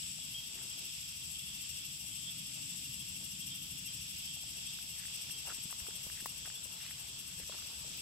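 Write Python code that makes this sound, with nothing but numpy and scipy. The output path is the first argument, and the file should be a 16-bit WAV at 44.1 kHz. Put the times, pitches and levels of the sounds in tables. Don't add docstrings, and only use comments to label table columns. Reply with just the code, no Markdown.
import sys
import numpy as np
from scipy import signal
from scipy.fft import rfft, irfft, next_fast_len
from scipy.io import wavfile
from scipy.ndimage import uniform_filter1d, map_coordinates

SR = 44100
rng = np.random.default_rng(int(sys.argv[2]) if len(sys.argv) > 2 else 0)


def dump_mix(stems):
    frames = np.atleast_2d(stems).T
    limited = np.clip(frames, -1, 1)
    pcm = np.round(limited * 32767).astype(np.int16)
    wavfile.write(sys.argv[1], SR, pcm)


def gain_from_decibels(decibels):
    exponent = np.asarray(decibels, float) / 20
    return 10 ** exponent


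N = 353241
TIME = np.arange(N) / SR


def unit(x):
    return x / np.sqrt(np.mean(x ** 2) + 1e-20)


def along(points, hz):
    f, v = np.transpose(points)
    return np.interp(np.log(hz + 1), np.log(f + 1), v)


def curve(points):
    s, db = np.transpose(points)
    return np.interp(TIME, s, db)


def wobble(rate):
    knots = rng.standard_normal(int(N * rate / SR) + 4)
    return map_coordinates(knots, [TIME * rate])


def filtered(x, response):
    m = next_fast_len(N + 8192)
    return irfft(rfft(x, m) * response(np.fft.rfftfreq(m, 1 / SR)), m)[..., :N]


def body(modes):
    def bump(f, hz, width):
        return 1 / (1 + (2 * (f - hz) / width) ** 2) ** 2
    return lambda f: np.sqrt(sum(gain_from_decibels([[l], [r]]) ** 2 * bump(f, hz, w) for hz, w, l, r in modes))


def sides(pan_db):
    return gain_from_decibels([[pan_db / 2], [-pan_db / 2]])


def silence():
    return np.zeros((2, N + SR))


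def place(out, start, sound):
    out[:, start:start + sound.shape[-1]] += sound


def buzz(rate, jitter, gated):
    turns = np.cumsum(rate * (1 + jitter * wobble(40))) / SR
    clicks = unit(np.exp(-4 * (turns % 1)))
    gated = np.clip(gated, 0, 1)
    return rng.standard_normal((2, N)) * np.sqrt(1 - gated + gated * clicks ** 2)


# t/s, level/dB
PATH_OPENNESS = [(0, 1), (.4, 0.5), (2, 0.58), (4.8, 0.4), (5.4, 0.2), (6.15, 0), (6.64, -2), (7.2, -1.7),
                 (8, -0.5)]
# f/Hz, width/Hz, left level/dB, right level/dB
GROUP_BODIES = [
    [(2726, 580, -3, -1), (3370, 890, -5.5, 0), (5237, 1580, -2.5, -1)],
    [(7840, 1030, 4.5, -8)],
    [(11270, 1840, 1.5, -2.5), (13300, 3800, -4, -21)],
]
# level/dB, share of the path's swing [ratio]
GROUP_LEVELS = [
    (-48.5, 1.12),
    (-48, 0.8),
    (-56, 0.55),
]


def far_cicadas():
    out = 0
    for (level_db, share), modes in zip(GROUP_LEVELS, GROUP_BODIES):
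        drone = unit(filtered(buzz(rate=410, jitter=0.06, gated=0.24), body(modes)))
        swell_db = share * curve(PATH_OPENNESS) + 0.76 * wobble(6) + 0.28 * wobble(30)
        out = out + gain_from_decibels(level_db + swell_db) * drone
    return out


# t/s, effort level/dB
PUMPING = [(-.141, -29), (.321, -47.5), (.784, -44), (1.245, -45), (1.702, -43.5), (2.16, -45),
           (2.625, -45.5), (3.09, -44), (3.555, -42.5), (4.025, -43.5), (4.503, -44), (4.987, -45.5),
           (5.472, -41.5), (5.96, -44), (6.468, -44.5), (7.0, -44.5), (7.587, -45.5), (8.2, -51)]
FIRST_S = .2
SECOND_AT, LONGEST_WAIT_S = .475, .084
SECOND_DB, TIRING_DB_PER_S = -.8, -25
SCATTER_S, SCATTER_DB = .002, .8


def throbs():
    s, effort_db = np.transpose(PUMPING)
    first = np.interp(np.arange(3 * len(s) - 2) / 3, np.arange(len(s)), s)
    pair = np.diff(first)
    second = first[:-1] + np.minimum(SECOND_AT * pair, LONGEST_WAIT_S)
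    when = np.concatenate([first[:-1], second])
    weaker = np.concatenate([0 * pair, SECOND_DB + TIRING_DB_PER_S * (pair - pair.min())])
    late, louder = rng.standard_normal((2, len(when)))
    db = np.interp(when, s, effort_db) + weaker + SCATTER_DB * louder
    return np.transpose([when + SCATTER_S * late, db])[when > FIRST_S]


# multiple of the pitch, left level/dB, right level/dB
OVERTONES = [(1, -11, -10.5), (2, -11.5, -23), (3, -5.5, -17.5), (4, -14.5, -19), (5, -22, -35)]
# t/s, level/dB
FACING = [(0, -2), (1, 0), (2.5, 1), (4.3, -3), (5.1, 6), (5.9, 3), (6.4, 1.2), (8, 3)]


def sung_tone(effort, pump):
    phase = 2 * np.pi * np.cumsum(2680 + 120 * pump + 35 * wobble(25)) / SR
    out = np.zeros((2, N))
    for k, *db in OVERTONES:
        hoarse = [[wobble(120 * k), wobble(120 * k)] for port in db]
        tone = np.array([a * np.cos(k * phase) + b * np.sin(k * phase) for a, b in hoarse])
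        out += effort * gain_from_decibels(np.array(db)[:, None] + (k == 3) * curve(FACING)) * tone
    return out


# start t/s, end t/s, f/Hz, width/Hz, level/dB
HELD = [
    (-.05, .2, 10700, 500, -60),
    (-.05, .17, 13500, 500, -62),
    (-.05, 0.143, 7840, 890, -47),
    (7.563, 7.92, 11450, 600, -65),
]


def held_buzzes():
    out = np.zeros((2, N))
    for start, end, hz, width, db in HELD:
        gate = np.clip(np.minimum(TIME - start, end - TIME) / 0.027, 0, 1)
        ring = body([(hz, width, 3.1, -5)])
        out += gain_from_decibels(db) * gate * unit(filtered(rng.standard_normal((2, N)), ring))
    return out


# f/Hz, width/Hz, left level/dB, right level/dB
RASP_BODY = [(2940, 540, -4.5, -1), (5730, 650, 5.5, -22), (7900, 1040, 8.5, -19), (11650, 3300, 3.5, -3.5),
             (13500, 1900, -3.5, -18)]


def near_cicada():
    effort, pump = np.zeros(N), np.zeros(N)
    for s, db in throbs():
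        u = TIME - s
        swell = np.exp(-.5 * (u / np.where(u < 0, .009, .0135)) ** 2)
        effort += gain_from_decibels(db + 1.0) * swell
        pump += swell
    rasp = filtered(effort * buzz(rate=280, jitter=0.017, gated=0.4), body(RASP_BODY))
    rasp *= gain_from_decibels(-2.0) * np.std(effort) / np.std(rasp)
    return rasp + sung_tone(effort, pump) + held_buzzes()


# t/s, length/s, f/Hz, level/dB, left-right level/dB
CRICKETS = [(0.192, 0.049, 3340, -50, -5), (.342, .064, 3250, -40, 4), (.507, .126, 3450, -54, -4),
            (1.345, .03, 3220, -44, -4), (1.39, 0.17, 3474, -50.5, -2), (1.604, .05, 3170, -50, 2),
            (2.112, 0.14, 3120, -50, 3), (2.221, 0.23, 3250, -54, -4), (2.244, .062, 3340, -51, -4),
            (2.681, .054, 3474, -49.5, -11), (2.999, .03, 3300, -47, 0), (3.508, 0.079, 3530, -50, -16),
            (3.51, 0.16, 3186, -54, 7), (3.871, .04, 3186, -46, 3), (4.243, 0.073, 3110, -48, -11),
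            (4.285, 0.034, 3280, -47, -7), (4.303, 0.12, 3210, -50, -9), (4.663, .04, 3560, -49.5, -13.5),
            (4.69, .1, 3746, -54, -6), (5.021, 0.11, 3520, -53, -5), (5.308, .076, 3215, -47, -3),
            (5.404, .071, 3474, -49.5, -2), (6.553, .046, 3440, -46, -6), (7.499, .032, 3370, -49, 9)]


def crickets():
    out = silence()
    for s, length, hz, db, pan_db in CRICKETS:
        a, b, c = rng.random(3)
        t = np.arange(round(length * SR)) / SR
        edge = np.clip(np.minimum(t, length - t) / 0.0029, 0, 1)
        flutter = 1 + 0.37 * np.cos(2 * np.pi * (125 * t + a))
        phase = 2 * np.pi * (hz * t + np.array([[b], [c]]))
        place(out, round(s * SR), gain_from_decibels(db - 0.5) * sides(pan_db) * edge * flutter * np.sin(phase))
    near = out[:, :N] * gain_from_decibels(2.2 * np.array([wobble(80), wobble(80)]) - 4.5)
    fade = gain_from_decibels(-60 * np.arange(SR // 4) / SR / .1)
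    tail = rng.standard_normal((2, SR // 4)) * fade
    echoes = signal.fftconvolve(near, tail / np.linalg.norm(tail[0]), axes=1)[:, :N]
    blur = unit(filtered(rng.standard_normal((2, N)), body([(3260, 660, 5.5, 1.2)])))
    return near + gain_from_decibels(-12) * echoes + gain_from_decibels(-8.5) * answering() * blur


# t/s, half length/s, level/dB
BOUTS = [(.45, .1, -53), (1.402, 0.089, -50), (1.78, .07, -53), (2.3, .18, -51), (3.053, 0.068, -56),
         (3.58, .12, -47), (4.3, 0.086, -51), (4.752, 0.11, -54), (5.953, 0.11, -54), (7.905, 0.12, -58)]
BETWEEN_DB = -54.5


def answering():
    bouts = sum(gain_from_decibels(db) ** 2 * np.exp(-((TIME - s) / half) ** 2) for s, half, db in BOUTS)
    return np.sqrt(gain_from_decibels(BETWEEN_DB) ** 2 + bouts)


def far_crickets():
    out, t = silence(), np.arange(SR // 7) / SR
    for s, pitch, size, pan, turn in rng.random((500, 5)):
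        hz = 3180 + 380 * pitch ** 1.3
        note = np.sin(np.pi * t / t[-1]) * np.sin(2 * np.pi * (hz * t + turn))
        place(out, round(s * N), gain_from_decibels(14.0 * size) * sides(16 * pan - 12) * note)
    blurred = out[:, :N] * gain_from_decibels(4 * np.array([wobble(50), wobble(50)]))
    return gain_from_decibels(-7.0) * answering() * unit(blurred)


# t/s, peak level/dB, f/Hz, left-right level/dB
TICKS = [(4.788, -49, 1580, -13), (5.006, -51, 1860, -7), (5.054, -44, 1930, -8), (5.082, -49, 1900, -6),
         (5.297, -48.5, 1770, -15), (5.454, -52, 810, 0), (5.473, -46, 840, 1), (5.486, -43.5, 765, 2),
         (5.727, -39, 1150, -2), (5.803, -48, 1880, -0.5), (5.868, -46.5, 1330, -10),
         (5.885, -52.5, 427, -25), (5.908, -47.5, 1650, -7), (6.066, -53.5, 543, -22),
         (6.1, -43, 1730, -13), (6.207, -51, 1600, -8), (6.259, -32.5, 1040, 7), (6.457, -40.5, 1650, 1),
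         (6.476, -49, 735, -0.5), (6.501, -44, 1720, -6), (6.657, -55, 560, -2), (6.91, -42, 2100, 5),
         (7.399, -50, 482, -1), (7.434, -50, 1740, -2), (7.496, -42, 590, 3), (7.523, -45, 1400, 0.5),
         (7.587, -50, 1360, 1.5), (7.622, -51, 1360, 4)]
# t/s, peak level/dB, f/Hz, left-right level/dB
HEELS = [
    (.186, -56, 736, 0),
    (.589, -46, 2100, -1),
    (4.37, -55, 764, -1),
    (4.437, -54.5, 773, 3),
]


def ticks():
    out, t = silence(), np.arange(SR // 20) / SR
    for s, db, hz, pan_db in HEELS + TICKS:
        ring = np.sin(2 * np.pi * hz * t) + .4 * np.sin(2 * np.pi * 1.7 * hz * t)
        knock = ring * gain_from_decibels(-60 * t * hz / 9) * (1 - np.exp(-t * hz * 4))
        hiss = gain_from_decibels(-15 - 60 * t / 0.0083) * rng.standard_normal((2, len(t)))
        place(out, round(s * SR), gain_from_decibels(db + 5.5) * sides(pan_db) * (knock + hiss))
    return out[:, :N]


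# t/s, length/s, level/dB, left-right level/dB
SCRAPES = [
    (4.785, .01, -55, -9),
    (5.297, .008, -52, -9),
    (6.065, .022, -52, -12),
    (6.258, .009, -38, 6),
    (7.972, .004, -46, 14),
]


def scrapes():
    out, t = silence(), np.arange(SR // 20) / SR
    for s, length, db, pan_db in SCRAPES:
        shape = gain_from_decibels(-8 * t / length) * np.minimum(t / .001, 1) * (t < 2 * length)
        place(out, round(s * SR), gain_from_decibels(db) * sides(pan_db) * shape * rng.standard_normal((2, len(t))))
    return filtered(out[:, :N], lambda f: f / (f + 3000) * (1 + f / 12000))


# t/s, peak level/dB, f/Hz
THUMPS = [(5.296, -52, 200), (5.585, -45, 197), (5.656, -41.5, 190), (5.819, -43, 70.5), (6.068, -43, 148),
          (6.225, -41.5, 228), (7.369, -47, 91), (7.42, -58, 80), (7.431, -44.5, 80), (7.612, -51, 90)]


def thumps():
    out, t = silence(), np.arange(SR // 20) / SR
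    for s, db, hz in THUMPS:
        place(out, round(s * SR), gain_from_decibels(db - 60 * t * hz / 5) * np.sin(2 * np.pi * hz * t))
    return out[:, :N]


# t/s, length/s, f/Hz, width/Hz, level/dB
SWISHES = [(.564, 0.1, 1510, 1800, -69), (4.96, .095, 2100, 900, -62.5), (5.46, .072, 1100, 1500, -58),
           (5.485, .045, 1450, 500, -54.5), (0.503, .2, 318, 200, -68.5), (0.722, .2, 316, 200, -72.5),
           (5.69, 0.031, 1460, 1200, -67), (6.151, 0.064, 1970, 700, -61), (6.448, 0.036, 1330, 1390, -62),
           (6.762, 0.18, 3120, 2770, -57), (7.38, 0.064, 2010, 800, -65), (7.513, .043, 910, 1200, -60.5),
           (7.677, .074, 800, 800, -68), (7.833, .07, 530, 300, -68), (1.997, .1, 750, 400, -75),
           (2.553, 0.062, 720, 397, -72), (3.2, .044, 704, 500, -70.5)]


def swishes():
    out = silence()
    for s, length, hz, width, db in SWISHES:
        n = round(length * SR)
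        ragged = gain_from_decibels(4.5 * np.repeat(rng.standard_normal(120), 80))[:n] * np.hanning(n) ** 0.2
        shared, own = rng.standard_normal(n), rng.standard_normal((2, n))
        band = [max(hz - width / 2, 60), hz + width / 2]
        ring = signal.butter(2, band, "band", fs=SR, output="sos")
        grains = np.pad(ragged * (shared + 0.4 * own), ((0, 0), (0, 400)))
        place(out, round(s * SR), gain_from_decibels(db) * sides(-1.2) * unit(signal.sosfilt(ring, grains)))
    return out[:, :N]


LAG_S = .00036


def lagged(pair):
    return filtered(pair, lambda hz: np.exp(1j * np.pi * LAG_S * hz * [[1], [-1]]))


# f/Hz, likeness [0 to 1]
ALIKE = [(30, .68), (75, .77), (130, 1), (350, 1), (700, 0.7), (1400, 0.3), (2600, 1), (3500, 0.035)]


def rush(spectrum, patchy_db):
    z = signal.stft(rng.standard_normal((2, N)), nperseg=512)[2]
    field = uniform_filter1d(rng.standard_normal(z.shape[1:]), size=6, axis=0)
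    field = uniform_filter1d(field, size=10, axis=1)
    pair = signal.istft(z * gain_from_decibels(patchy_db * unit(field)), nperseg=512)[1][:, :N]

    def mid_side(hz):
        turn = np.arccos(np.clip(along(ALIKE, hz), -1, 1)) / 2
        return gain_from_decibels(along(spectrum, hz)) * [np.cos(turn), np.sin(turn)]
    mid, side = filtered(pair, mid_side)
    return unit(lagged(np.array([mid + side, mid - side])))


# f/Hz, level/dB per Hz
RUMBLE = [(12, -61), (20, -33), (54, -1.5), (75, 5), (97, -6.5), (110, -4), (140, -63), (240, -120)]
TRAFFIC = [(56, -49), (95, -8.5), (124, -0.5), (183, -1.5), (243, -13), (284, -10), (380, -33.5),
           (490, -49), (840, -120)]
LEAVES = [(250, -1), (350, -3), (1000, 0), (2000, -3), (4200, 4.5), (6700, 4.5), (9600, -19), (15800, -21)]
# t/s, level/dB
PASSING = [(0, -61), (.78, -64.5), (2.18, -61), (3.3, -58), (4.21, -61.5), (5.32, -65.5), (7.26, -64.5),
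           (8, -63)]
# t/s, level/dB
STIR = [(0, -74.5), (.7, -68), (1.09, -73.5), (4.66, -71.5), (5.79, -67.5), (7.26, -68), (7.53, -66),
        (8, -66)]
RUMBLE_DB = -64.5


def air():
    rumble = gain_from_decibels(RUMBLE_DB + 0.88 * wobble(1.48)) * sides(1.9) * rush(RUMBLE, patchy_db=-1.0)
    traffic = gain_from_decibels(curve(PASSING) + 2.5) * rush(TRAFFIC, patchy_db=0.4)
    rustle = gain_from_decibels(curve(STIR) + 13.0 + 1.07 * wobble(13)) * rush(LEAVES, patchy_db=2.0)
    return rumble + traffic + rustle


def scene():
    insects = far_cicadas() + near_cicada() + crickets() + far_crickets()
    contacts = ticks() + scrapes() + thumps()
    return insects + contacts + swishes() + air()


def low_pass(x):
    return signal.sosfilt(signal.butter(12, 16180, fs=SR, output="sos"), x)


# f/Hz, level/dB
RIGHT_PORT = [(6000, -0.5), (7000, -6.5), (8000, -1.5), (13900, 1.5), (15700, -12)]
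TOP_HZ = 15780


def record(dry):
    ports = filtered(dry, lambda hz: gain_from_decibels([0 * hz, along(RIGHT_PORT, hz)]) * (hz < TOP_HZ))
    return low_pass(ports)


dry = scene()
out = record(dry)
dump_mix(out)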